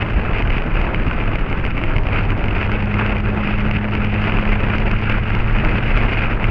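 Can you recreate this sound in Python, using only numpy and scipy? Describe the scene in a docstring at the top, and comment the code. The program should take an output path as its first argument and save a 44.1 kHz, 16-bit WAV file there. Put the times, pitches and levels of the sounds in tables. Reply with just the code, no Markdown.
"""Motorcycle ride on an open road

Heard from a small camera that rides along in the airstream. Eddies buffet its housing, air rasps over
the seams and the sharpest gusts make the microphone crackle. Underneath, the engine drones through its
exhaust, easing off a little and then slowly gathering speed."""
import sys
import numpy as np
from scipy import signal
from scipy.fft import rfft, irfft, next_fast_len
from scipy.io import wavfile

SR = 44100
rng = np.random.default_rng(int(sys.argv[2]) if len(sys.argv) > 2 else 0)


def generate_wav(sig):
    """Save sig (samples, or channels by samples) to the path in sys.argv[1] as 16-bit PCM at SR."""
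    pcm = np.round(np.clip(np.atleast_2d(sig).T, -1, 1) * 32767).astype(np.int16)
    wavfile.write(sys.argv[1], SR, pcm)


N = 286650   # 6.5 s


def from_db(db):
    """Decibels to gain."""
    return 10 ** (np.asarray(db) / 20)


def rms_one(x):
    """Scale to an rms of 1."""
    return x / np.sqrt(np.mean(x ** 2) + 1e-20)


def in_time(rows):
    """Each column of a curve table at every sample."""
    s, *columns = np.transpose(rows)
    return [np.interp(np.arange(N) / SR, s, c) for c in columns]


def drift(rate):
    """Smooth chance that changes about rate times a second; spread 1."""
    hz = np.arange(N // 2 + 1) * SR / N
    return rms_one(irfft(rfft(rng.standard_normal(N)) / (1 + (hz / rate) ** 2), N))


def colour(x, spectrum):
    """Minimum-phase filter with the given spectrum: it rings only after it is struck."""
    size = 2 * next_fast_len(N // 2 + SR // 4)
    hz, db = np.transpose(spectrum)
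    bin_hz = np.maximum(np.arange(size // 2 + 1) * SR / size, 1)
    gain = from_db(np.interp(np.log(bin_hz), np.log(hz), db))
    cepstrum = irfft(np.log(gain))
    cepstrum[1:size // 2] *= 2
    cepstrum[size // 2 + 1:] = 0
    return irfft(rfft(x, size) * np.exp(rfft(cepstrum)))[:N]


def eddy_field(per_s=110, fade_s=0.0051, ceiling=1.3):
    """Eddies hit the camera abruptly, fade as they pass and cannot pile up without limit; spread 1."""
    arrivals = (rng.random(N) < per_s / SR) * rng.uniform(0.41, 1, N)
    pressure = signal.lfilter([1], [1, -np.exp(-1 / (fade_s * SR))], arrivals + 1e-18)
    swing = rms_one(pressure - pressure.mean())
    return rms_one(np.tanh(swing / ceiling))


def turbulence(spectrum, swell_db):
    """Air noise that swells by swell_db and then rings in the housing; rms 1."""
    return rms_one(colour(rng.standard_normal(N) * from_db(swell_db), spectrum))


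# Gusts and lulls at the camera. Each row: middle in seconds, length in seconds, strength in dB
# (negative for a lull), centre of its sound in Hz.
GUSTS = [(0.02, 0.039, 10, 2400), (0.1, 0.11, -7, 100), (0.175, 0.05, 12, 100), (0.362, 0.1, 5, 2400),
         (0.543, 0.076, 7.5, 2400), (0.616, 0.08, -2.5, 2200), (0.882, 0.2, 3.5, 550),
         (1.036, 0.17, 6.5, 100), (1.202, 0.07, -2.5, 100), (1.447, 0.076, -5, 100),
         (1.726, 0.087, -9, 700), (2.002, 0.086, -18, 1900), (2.182, 0.12, 11.5, 1870),
         (2.342, 0.1, -6, 2400), (2.61, 0.15, 6.5, 1820), (2.81, 0.16, -2, 646), (3.02, 0.13, 11, 1454),
         (3.204, 0.13, -5.5, 650), (3.509, 0.15, 9, 2350), (3.574, 0.098, -6.5, 650),
         (3.76, 0.071, 8.5, 2400), (4.087, 0.16, -7, 750), (4.26, 0.21, 6.5, 2210), (4.36, 0.22, 4, 596),
         (4.51, 0.07, 2, 2400), (4.729, 0.061, 11.5, 1630), (4.97, 0.11, -7, 650), (5.102, 0.22, 8.5, 1700),
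         (5.254, 0.21, -5, 500), (5.595, 0.1, 6.5, 100), (5.67, 0.07, 2.5, 450), (5.963, 0.061, 10, 1450),
         (6.039, 0.13, 6, 500), (6.148, 0.059, 6, 2100), (6.386, 0.1, -7, 1900)]


def gust_lift(hz, width_octaves=0.4, broad_share=0.057):
    """Lift in dB at one frequency: each gust is one smooth arch, strongest near its own centre."""
    t, lift = np.arange(N) / SR, np.zeros(N)
    for middle_s, length_s, strength_db, centre_hz in GUSTS:
        nearness = np.exp(-.5 * (np.log2(hz / centre_hz) / width_octaves) ** 2)
        during = np.abs(t - middle_s) < length_s / 2
        arch = np.cos(np.pi * (t[during] - middle_s) / length_s)
        lift[during] += strength_db * (broad_share + (1 - broad_share) * nearness) * arch
    return lift


# Airflow over the housing. Each row: time in seconds, relative strength in dB.
AIRFLOW = [(0, -0.55), (1.95, -0.65), (2.5, -0.47), (4.05, -0.64), (4.35, 0.67), (5.0, -0.16), (6.0, 1.5),
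           (6.5, 0)]


def wind_gain(base_db, centre_hz, follows_flow, flutter_db):
    """A wind layer shifts with the airflow, rises in gusts and flutters by chance."""
    flow_db, = in_time(AIRFLOW)
    return from_db(base_db + follows_flow * flow_db + gust_lift(centre_hz) + flutter_db * drift(19))


# Colour of the rumble. Each row: frequency in Hz, relative level in dB.
RUMBLE_SPECTRUM = [(3, -23.5), (9, -5.5), (24, 2.5), (34, 5.5), (42, -6.5), (70, -25.5), (300, -94)]
# Its rise and fall. Each row: time in seconds, level in dB.
RUMBLE_LEVEL = [(0, -19), (1.15, -18), (1.5, -22), (2.4, -17), (2.8, -23.5), (3.24, -28.5), (3.5, -18),
                (3.7, -23.5), (4.9, -20.5), (5.5, -17), (6.5, -19.5)]


def rumble():
    """The deepest wind noise, right on the microphone."""
    level_db, = in_time(RUMBLE_LEVEL)
    return from_db(level_db) * turbulence(RUMBLE_SPECTRUM, swell_db=0)


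# Colours of the air on the housing. Each row: frequency in Hz, relative level in dB.
RUSH_SPECTRUM = [(100, -1.5), (330, 5.5), (1000, -1.5), (1400, 1), (1830, 1.5), (2500, -7.5), (2950, -14.5),
                 (3250, -16), (4000, -25.5), (4750, -29), (5800, -39), (7100, -45.5), (8800, -44.5),
                 (12000, -71.5)]
BUFFET_SPECTRUM = [(15, -22.5), (42, -0.5), (80, -5.5), (130, -7.5), (200, -12.5), (300, -19), (600, -36),
                   (2000, -83.5)]
ROAR_SPECTRUM = [(60, -1), (200, -3.5), (310, -2.5), (500, -5.5), (750, -8), (950, -8.5), (1200, -12.5),
                 (2000, -29), (3000, -31.5), (4200, -59.5), (9000, -83.5)]


def housing_wind(eddies, bursts):
    """Big eddies thump on the housing; small ones tear the rush and roar into short bursts."""
    rush = wind_gain(base_db=-32.5, centre_hz=749, follows_flow=2, flutter_db=0.9)
    rush *= turbulence(RUSH_SPECTRUM, 0.76 * eddies + 3.1 * bursts)
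    buffet = wind_gain(base_db=-23.5, centre_hz=102.5, follows_flow=0.2, flutter_db=1.23)
    buffet *= turbulence(BUFFET_SPECTRUM, 1.2 * eddies)
    roar = wind_gain(base_db=-27, centre_hz=502.5, follows_flow=-0.1, flutter_db=1)
    roar *= turbulence(ROAR_SPECTRUM, 2.0 * eddies + 1.6 * bursts)
    return rush + buffet + roar


# Resonances of the housing around the microphone. Each row: frequency in Hz, relative level in dB.
HOLLOW_RESONANCE = [(500, -17.5), (1050, -9.5), (1330, 1), (1470, -0.5), (1680, -2.5), (1820, -15),
                    (2300, -9.5), (3000, -20), (4000, -41.5), (9000, -74.5)]
BRIGHT_RESONANCE = [(600, -18.5), (1500, -10.5), (1830, -4.5), (2050, 1), (2300, -0.5), (2550, 2.5),
                    (2950, -6), (3200, -16), (4000, -30), (4750, -28.5), (5800, -44), (7100, -58),
                    (8300, -54), (12000, -74.5)]


def seam_rasp(eddies, bursts):
    """Air grazing the seams rings two broad resonances of the housing."""
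    hollow = wind_gain(base_db=-33.5, centre_hz=1451.5, follows_flow=1.5, flutter_db=1.46)
    hollow *= turbulence(HOLLOW_RESONANCE, 2.0 * eddies + 3.56 * drift(150))
    bright = wind_gain(base_db=-32, centre_hz=2403.5, follows_flow=2.3, flutter_db=2.0)
    bright *= turbulence(BRIGHT_RESONANCE, 2.8 * eddies + 2.66 * bursts)
    return hollow + bright


# The engine's firing tone, close by. Each row: time in seconds, firing rate in Hz, level in dB.
FIRING_TONE = [(0, 107.3, -25.5), (0.6, 107, -32.5), (1.2, 105, -29.5), (1.7, 103.5, -29.5),
               (2.2, 102, -21.5), (2.6, 102.5, -27), (3, 103.3, -24), (3.5, 104.2, -26.5),
               (4, 104.7, -23.5), (4.5, 104.7, -24.5), (5, 107, -24), (5.5, 107.9, -25), (6.5, 110.9, -23)]
# The hum an octave above it. Each row: time in seconds, level in dB.
OCTAVE_HUM = [(0, -37.5), (1.7, -43.5), (2.65, -32.5), (2.9, -26), (4.05, -24.5), (5.1, -30), (6.5, -36.5)]
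# The weaker orders. Each row: multiple of the firing rate, level in dB relative to the firing tone.
WEAK_ORDERS = [(.333, -10), (3, -21), (4, -22)]


def engine(waver=0.0017, throb_db=1.0):
    """Dull exhaust orders locked to the firing rate, slightly unsteady in speed and strength."""
    firing_hz, tone_db = in_time(FIRING_TONE)
    octave_db, = in_time(OCTAVE_HUM)
    phase = 2 * np.pi * np.cumsum(firing_hz * (1 + waver * drift(7.4))) / SR
    orders = [(1, tone_db), (2, octave_db)] + [(k, tone_db + db) for k, db in WEAK_ORDERS]
    drone = np.zeros(N)
    for multiple, level_db in orders:
        amplitude = np.sqrt(2) * from_db(level_db + throb_db * drift(16))
        drone += amplitude * np.sin(multiple * phase + rng.uniform(0, 2 * np.pi))
    return drone


def knock(jerks, spectrum):
    """A unit jerk makes a ringing pulse of height 1."""
    unit_pulse = colour(signal.unit_impulse(N), spectrum)
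    return colour(jerks, spectrum) / np.abs(unit_pulse).max()


# Hard cracks of wind on the microphone itself. Each row: start in seconds, ring level in dB,
# treble snap level in dB, both before their boosts.
HARD_CRACKS = [(0.106, -21, -51), (0.3845, -14.5, -48), (0.4232, -13.5, -49), (0.4743, -15.5, -55),
               (0.504, -11, -47), (0.8155, -15, -47), (0.9458, -10, -50), (1.034, -21, -58),
               (1.08, -20, -52), (1.1114, -13, -52), (1.3566, -13, -45), (1.528, -14, -50),
               (1.6512, -12.5, -45), (1.6644, -13.5, -48), (1.7786, -14, -50), (1.8377, -10, -45),
               (1.9643, -12.5, -47), (1.9832, -14.5, -47), (2.0348, -22.5, -53), (2.069, -14.5, -49),
               (2.1308, -17, -55), (2.3042, -14.5, -48), (2.4409, -14.5, -48.5), (2.4838, -13.5, -50),
               (2.7175, -12, -45), (2.9422, -16.5, -48), (2.9846, -22, -50), (3.0633, -13, -45),
               (3.1673, -15, -56), (3.4735, -13.5, -55), (3.6065, -21.5, -48.5), (3.712, -14.5, -44.5),
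               (3.9519, -13.5, -44.5), (4.0474, -12.5, -45.5), (4.1419, -15.5, -48), (4.2187, -16, -48),
               (4.3216, -9.5, -51), (4.4538, -16, -50), (4.6049, -20, -50), (4.7837, -12.5, -43),
               (4.8655, -19, -52), (4.914, -13.5, -42.5), (5.3513, -13.5, -44), (5.5862, -12.5, -48),
               (5.6487, -12.5, -43), (5.9741, -14.5, -43), (6.4422, -8.5, -49)]
# Colours of a crack's ring and snap. Each row: frequency in Hz, relative level in dB.
RING_SPECTRUM = [(100, 5), (500, -6.5), (1100, -8.5), (1500, -7), (1850, -9.5), (2100, 3), (2550, -2.5),
                 (3000, -5.5), (3400, -27.5), (4200, -39), (9000, -80.5)]
SNAP_SPECTRUM = [(1000, -22), (3000, -2), (4050, -2), (4750, 5.5), (5600, -5.5), (6600, -11), (7200, -26.5),
                 (8400, -25), (12000, -47)]


def microphone_crackle(eddies, base_per_s=28, small_db=-26, spread_db=4.0, small_snap_db=-17,
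                       ring_boost_db=4.0, snap_boost_db=14.5, tail_s=0.0023, tail_db=-8):
    """Sudden suctions jerk the diaphragm, which rings briefly: hard cracks among many small ones."""
    flow_db, = in_time(AIRFLOW)
    struck = rng.random(N) < base_per_s * from_db(4.5 * eddies + flow_db) / SR
    jerks = struck * from_db(small_db + spread_db * np.clip(rng.standard_normal(N), -2, 2))
    snaps = jerks * from_db(small_snap_db)
    for start_s, ring_db, snap_db in HARD_CRACKS:
        at = min(round(start_s * SR), N - 1)
        jerks[at] += from_db(ring_db + ring_boost_db)
        snaps[at] += from_db(snap_db + snap_boost_db)
    # the torn flow splutters on briefly after each jerk
    fade = np.exp(-1 / (tail_s * SR))
    tail_power = signal.lfilter([1 - fade], [1, -fade], jerks ** 2 + 1e-18)
    splutter = from_db(tail_db) * np.sqrt(tail_power) * rng.standard_normal(N)
    return -knock(jerks + splutter, RING_SPECTRUM) - knock(snaps, SNAP_SPECTRUM)


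def scene():
    """Wind and crackle share the same eddies; the engine runs below them."""
    eddies = eddy_field()
    bursts = drift(390)   # the smallest eddies pass within a few milliseconds
    wind = rumble() + housing_wind(eddies, bursts) + seam_rasp(eddies, bursts)
    return (wind + microphone_crackle(eddies) + engine())[None]


def record(dry, ceiling=0.73, hiss_db=-85, cutoff_hz=15700):
    """The camera's mono microphone rounds the highest peaks, hisses faintly and cuts the top treble."""
    rounded = dry / (1 + (dry / ceiling) ** 6) ** (1 / 6)
    hiss = from_db(hiss_db) * rng.standard_normal(dry.shape)
    lowpass = signal.cheby2(12, 70, cutoff_hz, fs=SR, output="sos")
    return signal.sosfilt(lowpass, rounded + hiss)


dry = scene()
out = record(dry)
generate_wav(out)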